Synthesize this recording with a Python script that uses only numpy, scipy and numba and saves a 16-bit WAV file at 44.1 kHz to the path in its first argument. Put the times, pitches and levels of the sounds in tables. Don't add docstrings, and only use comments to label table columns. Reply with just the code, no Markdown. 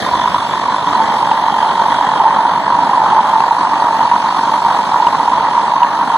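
import sys
import numpy as np
from scipy import signal
from scipy.fft import rfft, irfft, next_fast_len
from scipy.io import wavfile
from scipy.ndimage import uniform_filter1d, minimum_filter1d
from numba import njit

SR = 44100
rng = np.random.default_rng(int(sys.argv[2]) if len(sys.argv) > 2 else 0)


def bounce(signal):
    frames = np.transpose(np.atleast_2d(signal))
    limited = np.clip(frames, -1, 1)
    pcm = np.round(limited * 32767).astype(np.int16)
    wavfile.write(sys.argv[1], SR, pcm)


def how_loud(loudness_db):
    steps = np.asarray(loudness_db, float) / 20
    return 10 ** steps


N = 272097
TIME_S = np.arange(N) / SR
STROKE_HZ = 47.425

# t/s, can howl level/dB, can pitch f/Hz, open flame level/dB
FLAME_COURSE = [(0.0, -24, 1050, 2.5), (0.12, -14, 966, 1.5), (0.45, -16, 972, -1), (0.85, -14, 973, -0.5),
                (0.97, -12, 914, 1.5), (1.45, -10.5, 903, -1.5), (1.9, -12, 920, 1), (2.1, -12.5, 910, 0),
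                (2.28, -7.5, 910, 0.5), (2.6, -13, 935, 0), (3.15, -7.5, 899, 0.5), (3.5, -12.5, 935, -2.5),
                (3.9, -11, 917, 0), (4.3, -12.5, 923, -1.5), (5.05, -11, 931, -0.5),
                (5.5, -11.5, 926, -0.5), (5.95, -12, 947, -2.5), (6.17, -7.5, 905, -0.5)]
# t/s, air flow level/dB, oil spray at the nozzle level/dB
JET_COURSE = [(0.0, 6.5, 2.5), (0.1, 1.5, 2), (0.5, 1, 2), (0.7, 0.5, 0.5), (1.1, 2, 0.5), (1.45, 0, 1),
              (1.95, 1.5, 1.5), (2.45, -1.5, -0.5), (2.85, -0.5, -2.5), (3.15, 0.5, 0.5), (3.55, 0, -4),
              (4.0, 0.5, -2.5), (4.6, 1.5, -1), (5.05, 1, -2), (5.3, -0.5, -1.5), (5.95, -1, -4),
              (6.17, 0, -1)]
# t/s, peak level/dB
BIG_POCKETS = [(0.136, -1.5), (0.24, -7), (0.345, -2), (0.683, -7), (1.003, 1), (1.207, -4.5), (1.229, 2.5),
               (1.314, 1), (2.201, 4), (2.254, 0), (2.452, 3), (2.664, -12), (2.768, -8), (2.893, -8),
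               (3.329, -4), (3.357, 2), (3.404, -4.5), (3.51, 6.5), (3.822, 0), (3.926, -8), (4.115, -1.5),
               (4.476, -3.5), (4.65, -2), (4.96, 2), (5.069, -2), (5.2, -0.5), (5.278, 0.5), (5.578, 0),
               (5.737, -2), (5.819, 4)]


def rms_one(x):
    return x / np.sqrt(np.mean(x ** 2) + 1e-20)


def in_time(rows):
    s, *columns = np.transpose(rows)
    return [np.interp(TIME_S, s, c) for c in columns]


def at_hz(points, hz):
    curve_hz, value = np.transpose(points)
    return np.interp(np.log(hz), np.log(curve_hz), value)


def drift(rate_hz):
    r = np.exp(-80 * np.pi * rate_hz / SR)
    noise = rng.standard_normal(N // 40 + 2002)
    slow = signal.lfilter([1], [1, -2 * r, r * r], noise)[2000:]
    return np.interp(np.arange(N) / 40, np.arange(len(slow)), rms_one(slow))


def late(x, lag_s):
    size = next_fast_len(N + 4096)
    hz = np.arange(size // 2 + 1) * SR / size
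    return irfft(rfft(x, size) * np.exp(-2j * np.pi * hz * lag_s), size)[..., :N]


def band_pass(x, low_hz, high_hz):
    return signal.sosfilt(signal.butter(2, [low_hz, high_hz], "band", fs=SR, output="sos"), x)


@njit
def resonate(x, hz, width_hz):
    y, r = np.zeros_like(x), np.exp(-np.pi * width_hz / SR)
    for i in range(2, x.shape[1]):
        pull = 2 * r * np.cos(2 * np.pi * hz[i] / SR)
        for c in range(x.shape[0]):
            drive = (1 - r * r) / 2 * (x[c, i] - x[c, i - 2])
            y[c, i] = drive + pull * y[c, i - 1] - r * r * y[c, i - 2]
    return y


def throb(lead):
    return np.cos(2 * np.pi * (STROKE_HZ * TIME_S + lead))


def turbulence(spectrum, swell_db, patchy_db, lag_s, count):
    # f/Hz, share of power
    scattered_share = [(100, 0.0083), (1000, 0.024), (1700, 0.5), (2500, 0.19), (4000, 1), (8000, 0.82),
                       (16000, 0.7)]
    edges = np.geomspace(spectrum[0][0], min(spectrum[-1][0], .45 * SR), count + 1)
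    white = rng.standard_normal((2, 3, N))
    direct, scattered = 0, 0
    for k, (low, high) in enumerate(zip(edges, edges[1:])):
        hz = np.sqrt(low * high)
        level_db = at_hz(spectrum, hz) + swell_db + patchy_db * drift(9.8)
        band = band_pass(white[k % 2], low, high) * how_loud(level_db)
        share = np.clip(at_hz(scattered_share, hz), 0, 1)
        direct = direct + np.sqrt(1 - share) * band[0]
        scattered = scattered + np.sqrt(share) * band[1:]
    return rms_one(np.stack([late(direct, lag_s), direct]) + scattered)


def flame(flutter_db):
    # f/Hz, density/dB per Hz
    rumble = [(22, -8), (45, -8.5), (70, -16), (100, -5), (160, 1), (300, -1), (420, -12.5), (600, -6),
              (800, -4)]
    # f/Hz, density/dB per Hz
    rasp = [(1100, -39), (1400, -3), (1800, 1.5), (2100, -5.5), (2400, -14)]
    howl_db, can_hz, open_db = in_time(FLAME_COURSE)
    can_hz = can_hz * (1 + .02 * flutter_db)
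    lag_s, can_width_hz, can_skirt_hz = 6.5e-5, 103, 602
    blast, crack, lull_db = pops(lag_s)

    burning_db = 3.16 * throb(0.77) + 1.52 * flutter_db + lull_db
    burning = turbulence([(350, 0), (1900, 0)], burning_db, patchy_db=0.16, lag_s=lag_s, count=1)
    howl = resonate(resonate(burning, can_hz, can_skirt_hz), can_hz, can_width_hz)
    pipe_hz = 1.104 * can_hz
    howl = howl + how_loud(-15.5) * resonate(resonate(burning, pipe_hz, can_skirt_hz), pipe_hz, 52)
    out = how_loud(howl_db - 6.5) * rms_one(howl)

    puff = resonate(blast, can_hz, 240.0) * SR / (2 * np.pi * can_width_hz)
    out += how_loud(-3.5) * resonate(puff, can_hz, can_width_hz)
    out += how_loud(5.0) * band_pass(crack, 1300, 2300)

    rumble_swell_db = 2.4 * throb(0.71) + 1.53 * flutter_db
    out += how_loud(-23.5 + 1.45 * open_db) * turbulence(
        rumble, rumble_swell_db, patchy_db=-1.1, lag_s=lag_s, count=11)
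    rasp_swell_db = 2.8 * throb(0.64) + 1.4 * flutter_db
    out += how_loud(-32.5 + open_db) * turbulence(rasp, rasp_swell_db, patchy_db=2.0, lag_s=lag_s, count=4)
    return out


def pops(lag_s):
    s, peak_db, fresh = pockets()
    at, luck = (s * SR).astype(int), rng.standard_normal(N)
    blast, crack, starve = np.zeros((3, N))
    blast[at] = how_loud(peak_db)
    crack[at] = how_loud(peak_db - 20 - luck[at])
    big_starve = 1.74
    starve[at[:fresh]] = 1
    starve[at[:len(BIG_POCKETS)]] = big_starve
    lull = np.convolve(starve, np.hanning(int(0.013 * SR)))[int(.010 * SR):][:N]
    blast, crack = [np.stack([late(c, lag_s), c]) for c in (blast, crack)]
    return blast, crack, -9.0 * np.minimum(lull, big_starve)


def pockets():
    big_s, big_db = np.transpose(BIG_POCKETS)
    strokes = np.arange(1, int(N / SR * STROKE_HZ) - 1)
    luck, (scatter, size) = rng.random(len(strokes)), rng.standard_normal((2, len(strokes)))
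    small_s = (strokes + 0.27 + 0.16 * scatter) / STROKE_HZ
    free = np.abs(small_s[:, None] - big_s).min(axis=1) > .75 / STROKE_HZ
    lit = (luck < .3) & free
    small_db = -3.5 + 2.5 * size
    flame_s, can_hz = np.transpose(FLAME_COURSE)[[0, 2]]
    follow_s = big_s + 6 / np.interp(big_s, flame_s, can_hz)
    s = np.concatenate([big_s, small_s[lit], follow_s]) - .0012
    peak_db = np.concatenate([big_db + 3, small_db[lit], big_db + 3 - 5])
    return s, peak_db, len(s) - len(big_s)


def overtones(flutter_db):
    # multiple of can pitch, width/Hz, level/dB, dB per dB of the spray's swing
    modes = [(2.25, 304, -44.5, 1.9), (3.56, 196, -41.5, 2.2)]
    can_hz, spray_db = in_time(FLAME_COURSE)[1], in_time(JET_COURSE)[1]
    swell_db = 5.8 * throb(0.87) + 1.9 * flutter_db
    out = 0
    for multiple, width_hz, level_db, follows in modes:
        air = turbulence([(1500, 0), (5000, 0)], swell_db, patchy_db=2.0, lag_s=6e-5, count=1)
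        ring = resonate(resonate(air, multiple * can_hz, 2 * width_hz), multiple * can_hz, width_hz)
        out = out + how_loud(level_db + follows * spray_db) * rms_one(ring)
    return out


def jet(flutter_db):
    # f/Hz, density/dB per Hz
    low_rush = [(2200, -2), (2550, -7), (2950, -3)]
    rush = [(2900, -2), (3150, 7.5), (3400, 6.5), (3650, 2.5), (3900, 3)]
    sharp = [(3600, -2.5), (4000, 0), (4500, 0), (4900, -7), (5400, -20)]
    hiss = [(5000, 1.5), (6200, -5), (7500, -10), (9000, -11), (11000, -15.5), (12000, -22.5), (12600, -22),
            (13500, -23.5), (15200, -26), (16800, -23)]
    # f/Hz, width/Hz, level/dB
    whistles = [(7480, 60, -67), (10915, 40, -68), (11290, 50, -72), (13065, 40, -78)]
    flow_db, spray_db = in_time(JET_COURSE)
    lag_s = 6e-5
    fill_db = 0.24 * (TIME_S - N / 2 / SR)
    low_swell_db = 0.77 * throb(0.36) + 0.6 * flutter_db
    out = how_loud(-40.5 + 0.98 * flow_db + fill_db) * turbulence(
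        low_rush, low_swell_db, patchy_db=2.5, lag_s=lag_s, count=3)
    rush_swell_db = 1.67 * throb(0.82) + 1.14 * flutter_db
    out += how_loud(-38.5 + spray_db) * turbulence(rush, rush_swell_db, patchy_db=-0.7, lag_s=lag_s, count=5)
    sharp_swell_db = 2.6 * throb(0.62) + .5 * flutter_db
    out += how_loud(-39 + flow_db) * turbulence(sharp, sharp_swell_db, patchy_db=1.66, lag_s=lag_s, count=5)
    hiss_swell_db = 2.1 * throb(0.83) + 0.19 * flutter_db
    out += how_loud(-42 + flow_db) * turbulence(hiss, hiss_swell_db, patchy_db=1.34, lag_s=lag_s, count=12)
    for hz, width_hz, level_db in whistles:
        centre = np.full(N, float(hz))
        tone = resonate(resonate(rng.standard_normal((2, N)), centre, width_hz), centre, width_hz)
        out += how_loud(level_db) * rms_one(tone)
    return out


def whoosh(flutter_db):
    roll = turbulence([(55, 0), (130, 0)], flutter_db, patchy_db=3.0, lag_s=6.5e-5, count=2)
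    return how_loud(-29.5 - 8 * TIME_S) * roll


def compressor():
    # t/s, level/dB
    knocks = [
        (.0018, 0.5),
    ]
    # multiple of stroke rate, level/dB
    thump = [(2, -39.5), (3, -43.5), (4, -34.5), (6, -44.5)]
    # f/Hz, level/dB, decay by 60 dB/s
    valve_modes = [(1470, -46, .2), (2181, -53, .15), (2324, -54, .15), (2419, -53, .15), (2466, -50, .15),
                   (2514, -50, .15), (2609, -52, .15), (2751, -50, .15), (2798, -50, .15), (2893, -51, .15),
                   (2988, -52, .15), (3415, -47, .15), (3509, -51, .15), (3746, -52, .15)]
    strokes = np.arange(int(N / SR * STROKE_HZ)) / STROKE_HZ
    clicks = np.full(N, 1e-18)
    for s, knock_db in knocks:
        uneven_db = 1.4 * rng.standard_normal(len(strokes))
        clicks[np.round((strokes + s) * SR).astype(int)] += how_loud(knock_db + uneven_db)
    out = np.zeros(N)
    for k, level_db in thump:
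        out += how_loud(level_db) * np.sin(2 * np.pi * k * STROKE_HZ * TIME_S + k * k)
    for hz, level_db, t60 in valve_modes:
        r, w = how_loud(-60 / (t60 * SR)), 2 * np.pi * hz / SR
        out += how_loud(level_db) * signal.lfilter([0, np.sin(w)], [1, -2 * r * np.cos(w), r * r], clicks)
    return np.stack([out, late(out, 1.7e-4)])


def scene():
    # t/s, level/dB
    echoes = [
        (0.0134, -12.5),
        (0.0154, -24),
    ]
    flutter_db = drift(67.5) + 0.084 * drift(11.0)
    near = flame(flutter_db) + overtones(flutter_db) + jet(flutter_db)
    near = near + whoosh(flutter_db) + compressor()
    dull = signal.lfilter([.3], [1, -.7], near)
    return near + sum(how_loud(level_db) * late(dull, s) for s, level_db in echoes)


def limiter(x):
    # t/s, excess share
    overshoots = [
        (.347, .2),
        (1.317, .45),
        (3.406, .4),
        (4.117, .15),
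        (5.071, .65),
        (5.833, .6),
    ]
    s, excess = np.transpose(overshoots)
    through = np.zeros((2, N))
    through[:, (s * SR).astype(int)] = [np.ones(len(s)), 1 + excess]
    gate, height = [np.convolve(row, np.hanning(350), "same") for row in through]
    gain = minimum_filter1d(np.minimum(1, 1.03 / (np.abs(x).max(axis=0) + 1e-9)), size=131)
    held = x * uniform_filter1d(gain, size=131)
    crest = uniform_filter1d(-minimum_filter1d(-np.abs(held), size=101), size=51)
    blast = held * (1 - gate + height / crest)
    knee = 6
    rounded = blast / (1 + np.abs(blast) ** knee) ** (1 / knee)
    return np.clip((1 - gate) * blast + gate * rounded, -.995, .995)


def thin_out(x):
    # f/Hz, level/dB
    grit = [(900, -32), (1400, -44), (2600, -12), (5000, -11), (8000, 0.5), (13000, 2)]
    # f/Hz, level/dB
    weakest = [(1000, -78), (1400, -67), (2000, -70), (2600, -66), (4000, -72), (5200, -73), (7550, -75.5),
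               (7900, -72), (8300, -76), (11000, -76), (12000, -82.5), (13000, -79), (14200, -86),
               (15500, -81)]
    hz, s, each = signal.stft(x, SR, nperseg=2048, noverlap=1536)
    noise = signal.stft(rng.standard_normal(x.shape), SR, nperseg=2048, noverlap=1536)[2]
    local_power = uniform_filter1d(np.abs(each) ** 2, size=15, axis=1)
    local = np.sqrt(local_power / np.mean(np.abs(noise) ** 2))
    each = each + how_loud(at_hz(grit, hz + 1))[:, None] * local * noise
    frames = np.stack([each[0] + each[1], each[0] - each[1]]) / 2

    rows, columns = np.arange(len(hz)) // 12, np.arange(frames.shape[2]) // 4
    band_db = 10 * np.log10(uniform_filter1d(np.abs(frames) ** 2, size=12, axis=1) + 1e-20)
    middle_row = np.minimum(12 * rows + 6, len(hz) - 1)
    middle_column = np.minimum(4 * columns + 2, len(columns) - 1)
    block_db = uniform_filter1d(band_db, size=4, axis=2)[:, middle_row][:, :, middle_column]

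    per_frame = rng.standard_normal(columns[-1] + 1)
    per_block = rng.standard_normal((2, rows[-1] + 1, columns[-1] + 1))
    gap = (hz[:, None] > 2300) & (hz[:, None] < 2900)
    thrift_db = 2.8 * gap * np.sign(2.7 - s)
    thrift_db = thrift_db + 3.5 * (hz[:, None] > 11400) * per_frame[columns]
    thrift_db = thrift_db + 3.0 * per_block[:, rows][:, :, columns]
    kept = block_db > at_hz(weakest, hz + 1)[:, None] + thrift_db
    mid, side = signal.istft(frames * kept, SR, nperseg=2048, noverlap=1536)[1][:, :N]
    return np.stack([mid + side, mid - side])


def low_pass(x):
    return signal.sosfilt(signal.butter(12, 16160, fs=SR, output="sos"), x)


def record(dry):
    low_cut = signal.butter(2, 46, "high", fs=SR, output="sos")
    ports = signal.sosfilt(low_cut, dry) * how_loud([[.8], [-.8]])
    blur = [.2, .6, .2]
    cross = signal.lfilter(np.convolve(blur, blur), [1], late(ports[::-1], 15 / SR))
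    wide = ports - how_loud(-1.0) * cross
    tilted = signal.sosfilt(signal.butter(1, (1730, 5600), "band", fs=SR, output="sos"), wide)
    wide = limiter(wide + 0.077 * tilted * [[-1], [1]])
    top_cut = signal.cheby2(16, 45, 15700, fs=SR, output="sos")
    return low_pass(signal.sosfilt(top_cut, thin_out(wide)))


dry = scene()
out = record(dry)
bounce(out)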